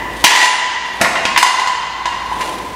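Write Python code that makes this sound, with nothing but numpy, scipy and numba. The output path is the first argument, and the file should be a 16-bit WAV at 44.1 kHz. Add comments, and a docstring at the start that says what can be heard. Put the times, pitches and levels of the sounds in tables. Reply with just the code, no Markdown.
"""Low hum and a ring still fading in a hard, echoing hall; then a shoe stamps on a cast metal scooter frame
wedged against a step. The frame clangs (decaying sines), chatters, is kicked loose and clatters over the
floor (noise bursts); the shoe lands (dulled bursts) and scuffs (noise swells). The hall is a convolution.
A close microphone turns its gain down at loud blows, cuts sustained loud bass and clips the peaks."""
import sys
import numpy as np
from scipy import signal
from scipy.fft import rfft, irfft
from scipy.io import wavfile
from scipy.ndimage import uniform_filter1d
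from numba import njit

SR = 44100
rng = np.random.default_rng(int(sys.argv[2]) if len(sys.argv) > 2 else 0)


def put_to_file(sound):
    """Save the sound as 16-bit audio at rate SR, in the file named by the first command-line argument."""
    columns = np.atleast_2d(sound).T  # one column per channel
    safe = np.clip(columns, -1, 1)
    whole_steps = np.round(safe * 32767)
    wavfile.write(sys.argv[1], SR, whole_steps.astype(np.int16))


N = 121275
T = np.arange(N) / SR
BURST_N = N // 5  # samples in one decaying sound

# room air: hz, density_db
AIR_SPECTRUM = [(25, -29), (60, 5.5), (120, 1.5), (300, 2), (700, -3), (2000, -4.5), (6000, -16.5),
                (15000, -31)]
# machine hum: hz, level_db
HUM_TONES = [(56, -42.5), (187, -45)]
# hall reverberation: hz, t60_s
HALL_DECAY = [(100, 1.2), (500, 1.7), (1000, 1.985), (2000, 1.59), (4000, 1.46), (7000, 1.09),
              (10000, 0.74), (15000, 0.28)]
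# scuffs of shoe and jeans: start_s, length_s, swish_db, shuffle_db
SCUFF_SWELLS = [(-.1, .3, -51.5, -30.5), (0.095, 0.41, -32, -29.5), (0.808, 0.39, -32, -28),
                (2.224, 0.38, -36.5, -34.5), (2.364, .5, -41, -31.5)]
# bright rubbing: hz, density_db
SWISH_SPECTRUM = [(1000, 0), (2300, 5), (3500, 10.5), (5000, -1), (10000, 0), (15000, -21.5)]
# low rubbing: hz, density_db
SHUFFLE_SPECTRUM = [(40, -36), (110, -18), (280, 0), (500, -1), (900, -4), (2500, -32)]
# shoe contacts with the floor: start_s, level_db (before dulling), brightness_hz
SHOE_CONTACTS = [(1.007, -15, 2500), (1.009, -4.5, 342), (1.013, -5, 11060), (1.047, -7, 4040),
                 (2.408, -28, 11000)]
# sole slap: hz, density_db
SOLE_SPECTRUM = [(40, -30), (120, -16.5), (250, -5), (420, -12), (700, 5.5), (1150, -3), (2100, 1.5),
                 (3300, -11.5), (7000, -11), (15000, -18.5)]
# main modes of the frame: hz (unstrained), level_db, t60_s, pitch_rise_percent (at strain 1)
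FRAME_MODES = [(888.5, -5, 0.057, 0), (945.5, 1, 0.2, -1.5), (988.2, 6.5, 0.1, 2),
               (1004.4, -6.5, 0.19, 3.5), (1006, 4.5, 0.21, 6), (1938, -2, 0.41, 4.5),
               (2008, -4.5, 0.47, 2), (2774, 1, 0.1, 0.6), (2830, 0.5, 0.13, 0), (3020, -2, 0.22, 4.5),
               (3500, -0.5, 0.12, 1), (4020, -14, 0.22, 2), (4250, -11, 0.27, -1), (4720, -9, 0.14, -3.5),
               (5040, -6.5, 0.22, 1.5), (5945, -10.5, 0.3, 9), (6190, -8, 0.23, 0),
               (6720, -3.5, 0.21, -1.5), (7173, -4.5, 0.31, 0.5), (7887, -18.5, 0.18, -11),
               (9200, -14, .7, 0), (11100, -27, 0.69, -1)]
# the casting's many weak modes: hz, level_db
SHIMMER_SPECTRUM = [(1400, -30), (2500, -31.5), (4000, -24), (7000, 2.5), (9500, 0.5), (15000, -10)]
# clatter of frame on floor and step: hz, density_db
CLATTER_SPECTRUM = [(40, -70), (150, -48), (300, -5.5), (550, -13), (900, 8.5), (1300, -7), (1800, 4.5),
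                    (2400, -1.5), (4000, -2), (7000, -7), (10000, -13), (15000, -12.5)]
# knocks on the frame: start_s, level_db (before dulling), ring_to_clatter_db, brightness_hz,
# strain (0-1), accent_hz, crack_db
FRAME_KNOCKS = [(.241, 5.5, 2.5, 11800, 0.1, 2500, 7), (.268, -3, -5.5, 9100, 0.23, 1900, -7),
                (.425, -4.5, 5.5, 7560, 0.02, 1000, -2), (1.056, -9, 8, 2000, 0.97, 1060, -22),
                (1.156, -10.5, 4, 2830, 0.94, 1940, -2), (1.253, -10, -0.5, 6150, 1, 2690, 4),
                (1.362, -4, 5, 2545, 0.89, 1900, -0.5), (1.376, -4, -3, 11700, 0.92, 1800, -0.5),
                (1.428, 0.5, 7, 9200, .5, 980, 6), (1.464, -4.5, 4, 6730, 0.3, 960, -10),
                (1.597, -13.5, -6, 7270, 1, 1015, 2), (1.673, -12, 4, 7460, 0.7, 990, 1.5),
                (2.056, -14, 0.5, 4630, 0.5, 990, -6.5), (2.124, -20.5, -1.5, 2500, 0.59, 1070, -2.5),
                (2.314, -17.5, 2, 1150, .3, 1010, -9.5), (2.354, -28, -4, 1300, 0.67, 1010, 1),
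                (2.412, -21.5, 10.5, 5000, 0.19, 982, 1)]

AIR_DB, HUM_WAVER_DB = -32.5, 3.5
HALL_DB, HALL_BUILD_S, EARLY_DB, EARLY_S = 0.5, 0.00667, -6.5, 0.025
SOLE_T60_S = 0.097
SHIMMER_DB, SHIMMER_T60_S = -9.5, 0.19
CLATTER_T60_S, CRACK_DECAY_S = 0.07, 0.0053  # crack: time to fall to 1/e
CRACK_DB = -3  # of the chatter and the earlier blow
SCATTER_DB = 2  # spread of mode levels from blow to blow
ACCENT_DB, ACCENT_Q = 5.5, 3.38  # the place struck favours one part of the spectrum
EARLIER_AGO_S, EARLIER_DB = 0.36, -5.5
CHATTER_S, CHATTER_LENGTH_S, CHATTER_DB, CHATTER_HZ = 0.3, 0.16, -5, 7640
LIMIT_DB, ATTACK_S, RELEASE_S, RATIO = -11, 0.017, 0.35, 4.3
LOW_CUT_HZ, LOW_CUT_ABOVE_DB, LOW_CUT_KNEE_DB, LOW_CUT_DEPTH_DB = 265, -11.5, 1.8, -26.5
LOW_CUT_ATTACK_S, LOW_CUT_RELEASE_S = 0.071, 0.08
TOP_HZ = 15600


def amp(db):
    """Decibels to gain."""
    return 10 ** (np.asarray(db) / 20)


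def at(points, hz):
    """Read a table on a log-frequency axis."""
    table_hz, values = np.array(points).T
    return np.interp(np.log(hz + 1e-3), np.log(table_hz), values)


def unit(x):
    """Scale to unit energy."""
    return x / np.sqrt(np.sum(x ** 2))


def noise(points, size=N):
    """Gaussian noise with a tabled spectrum, rms 1."""
    spectrum = rfft(rng.standard_normal(size))
    gain = amp(at(points, np.fft.rfftfreq(size, 1 / SR)))
    return unit(irfft(spectrum * gain, size)) * np.sqrt(size)


def walk(rate_hz):
    """Slow random drift with a spread near 1: twice-smoothed random steps."""
    k = int(SR / rate_hz)
    steps = np.repeat(rng.standard_normal(N // k + 1), k)
    return 1.3 * uniform_filter1d(uniform_filter1d(steps, k), k)[:N]


def fade(t60_s):
    """Exponential decay, falling 60 dB in t60_s."""
    return np.exp(-np.log(1000) * T[:BURST_N] / t60_s)


def burst(points, t60_s):
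    """Dying burst of coloured noise, unit energy."""
    return unit(noise(points, BURST_N) * fade(t60_s))


def partials(rows):
    """Decaying sines, one for each row of hz, level_db, t60_s."""
    t = T[:BURST_N]
    return np.array([amp(db) * np.sin(2 * np.pi * hz * t) * fade(t60_s) for hz, db, t60_s in rows])


def contact(x, level_db, brightness_hz):
    """Low-pass for a softer contact; level is the input energy spread over a twentieth of a second."""
    b, a = signal.butter(2, brightness_hz, fs=SR)
    return signal.lfilter(b, a, x) * amp(level_db) * np.sqrt(SR / 20)


def add(out, x, start_s):
    """Mix a sound in at a time."""
    i = max(int(start_s * SR), 0)
    out[i:i + len(x)] += x[:len(out) - i]


def background():
    """Room air as coloured noise; machine hum as sines wavering in level and phase."""
    hum = np.zeros(N)
    for hz, db in HUM_TONES:
        level = amp(db + HUM_WAVER_DB * walk(3.13)) * np.sqrt(2)
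        hum += level * np.sin(2 * np.pi * hz * T + 0.5 * walk(9.44))
    return amp(AIR_DB) * noise(AIR_SPECTRUM) + hum


def hall():
    """Impulse response: direct sound, reflections from floor and steps, and a long tail that dulls."""
    f_hz = np.fft.rfftfreq(N, 1 / SR)
    white = rfft(rng.standard_normal(N))
    centres_hz = np.geomspace(100, 16000, 14)
    tail = np.zeros(N)
    # overlapping triangular bands, each with its own decay
    for hz, peak in zip(centres_hz, np.eye(len(centres_hz))):
        band = irfft(white * np.interp(f_hz, centres_hz, peak), N)
        tail += band * amp(-60 * T / at(HALL_DECAY, hz))
    tail *= (1 - np.exp(-T / HALL_BUILD_S)) * np.sqrt(10 / SR)
    # cubing makes the reflections sparse
    early = unit(rng.standard_normal(N) ** 3 * np.exp(-T / EARLY_S) * (T > 0.003))
    return (T == 0) + amp(EARLY_DB) * early + amp(HALL_DB) * tail


def scuffs(grain_db=3):
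    """Sole and denim rubbing: half-sine swells of grainy swish and smooth shuffle noise."""
    swish = noise(SWISH_SPECTRUM) * amp(grain_db * walk(250))
    shuffle = noise(SHUFFLE_SPECTRUM)
    out = np.zeros(N)
    for start_s, length_s, swish_db, shuffle_db in SCUFF_SWELLS:
        swell = np.sin(np.pi * np.clip((T - start_s) / length_s, 0, 1))
        out += swell * (amp(swish_db) * swish + amp(shuffle_db) * shuffle)
    return out


def shoe():
    """The rubber sole slaps the floor: short noise bursts."""
    out = np.zeros(N)
    for start_s, level_db, brightness_hz in SHOE_CONTACTS:
        add(out, contact(burst(SOLE_SPECTRUM, SOLE_T60_S), level_db, brightness_hz), start_s)
    return out


def strike(waves):
    """Every blow mixes the modes with random level and sign; unit energy."""
    size, side = rng.standard_normal((len(waves), 2)).T
    return unit((amp(SCATTER_DB * size) * np.sign(side)) @ waves)


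def clang(ring_db, strain, accent_hz, crack_db, shimmer):
    """One blow: crack, clatter, strain-shifted modes and shimmer, coloured by the place struck."""
    modes = partials([(hz * (1 + strain * rise_percent / 100), db, t60_s)
                      for hz, db, t60_s, rise_percent in FRAME_MODES])
    clatter = burst(CLATTER_SPECTRUM, CLATTER_T60_S)
    crack = burst(CLATTER_SPECTRUM, CRACK_DECAY_S * np.log(1000))
    x = clatter + amp(crack_db) * crack
    x = x + amp(ring_db) * strike(modes) + amp(SHIMMER_DB) * strike(shimmer)
    b, a = signal.iirpeak(accent_hz, ACCENT_Q, fs=SR)
    return unit(x + (amp(ACCENT_DB) - 1) * signal.lfilter(b, a, x))


def shimmer_modes(count=200):
    """The casting's weak modes: unevenly spaced decaying sines."""
    modes_hz = np.linspace(SHIMMER_SPECTRUM[0][0], 12000, count) + 15 * rng.standard_normal(count)
    return partials([(hz, at(SHIMMER_SPECTRUM, hz), SHIMMER_T60_S) for hz in modes_hz])


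def earlier_blow(shimmer):
    """An earlier blow on the frame, whose ring still hangs in the hall."""
    out = np.zeros(N)
    blow = clang(ring_db=1.5, strain=0, accent_hz=1750, crack_db=CRACK_DB, shimmer=shimmer)
    add(out, contact(blow, EARLIER_DB, brightness_hz=2500), 0)
    return out


def chatter(shimmer, count=12):
    """Stamped frame against the step: quick uneven contacts while the shoe bears down."""
    out = np.zeros(N)
    for k, (late, size) in enumerate(rng.random((count, 2))):
        blow = clang(ring_db=-0.5, strain=0, accent_hz=1900, crack_db=CRACK_DB, shimmer=shimmer)
        start_s = CHATTER_S + CHATTER_LENGTH_S * (k + late) / count
        add(out, contact(blow, CHATTER_DB + 4 * (size - 0.5), CHATTER_HZ), start_s)
    return out


def frame(shimmer):
    """All knocks on the frame, each exciting its modes, plus the chatter."""
    out = np.zeros(N)
    for start_s, level_db, ring_db, brightness_hz, strain, accent_hz, crack_db in FRAME_KNOCKS:
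        blow = clang(ring_db, strain, accent_hz, crack_db, shimmer)
        add(out, contact(blow, level_db, brightness_hz), start_s)
    return out + chatter(shimmer)


def scene():
    """Frame and shoe sound in the hall; scuffs and background are added without its reverberation."""
    room = hall()
    shimmer = shimmer_modes()
    impacts = signal.fftconvolve(frame(shimmer) + shoe(), room)[:N]
    # skip the part already past
    lingering = signal.fftconvolve(earlier_blow(shimmer), room)[int(EARLIER_AGO_S * SR):][:N]
    return (impacts + lingering + scuffs() + background())[None]


@njit
def follow(x, attack, release):
    """Level follower: one-pole smoothing with separate rise and fall rates per sample."""
    out, e = np.empty(len(x)), 0.
    for i in range(len(x)):
        e += (x[i] - e) * (attack if x[i] > e else release)
        out[i] = e
    return out


def record(dry):
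    """Gain ducks after loud blows, bass is cut while it stays loud, peaks clip, the top is cut."""
    level = follow(np.abs(dry[0]), 1 / (ATTACK_S * SR), 1 / (RELEASE_S * SR))
    x = dry * np.maximum(level / amp(LIMIT_DB), 1) ** (1 / RATIO - 1)
    loudness = follow(np.minimum(np.abs(x[0]), 1), 1 / (LOW_CUT_ATTACK_S * SR), 1 / (LOW_CUT_RELEASE_S * SR))
    loud_db = 20 * np.log10(loudness + 1e-9)
    # 0: bass passes, 1: full cut
    closed = (1 + np.tanh((loud_db - LOW_CUT_ABOVE_DB) / LOW_CUT_KNEE_DB / 2)) / 2
    bass = signal.sosfiltfilt(signal.butter(2, LOW_CUT_HZ, fs=SR, output="sos"), x)
    x = np.clip(x - bass * (1 - amp(LOW_CUT_DEPTH_DB * closed)), -1, 1)
    return signal.sosfilt(signal.ellip(10, 0.1, 80, TOP_HZ, fs=SR, output="sos"), x)


dry = scene()
out = record(dry)
put_to_file(out)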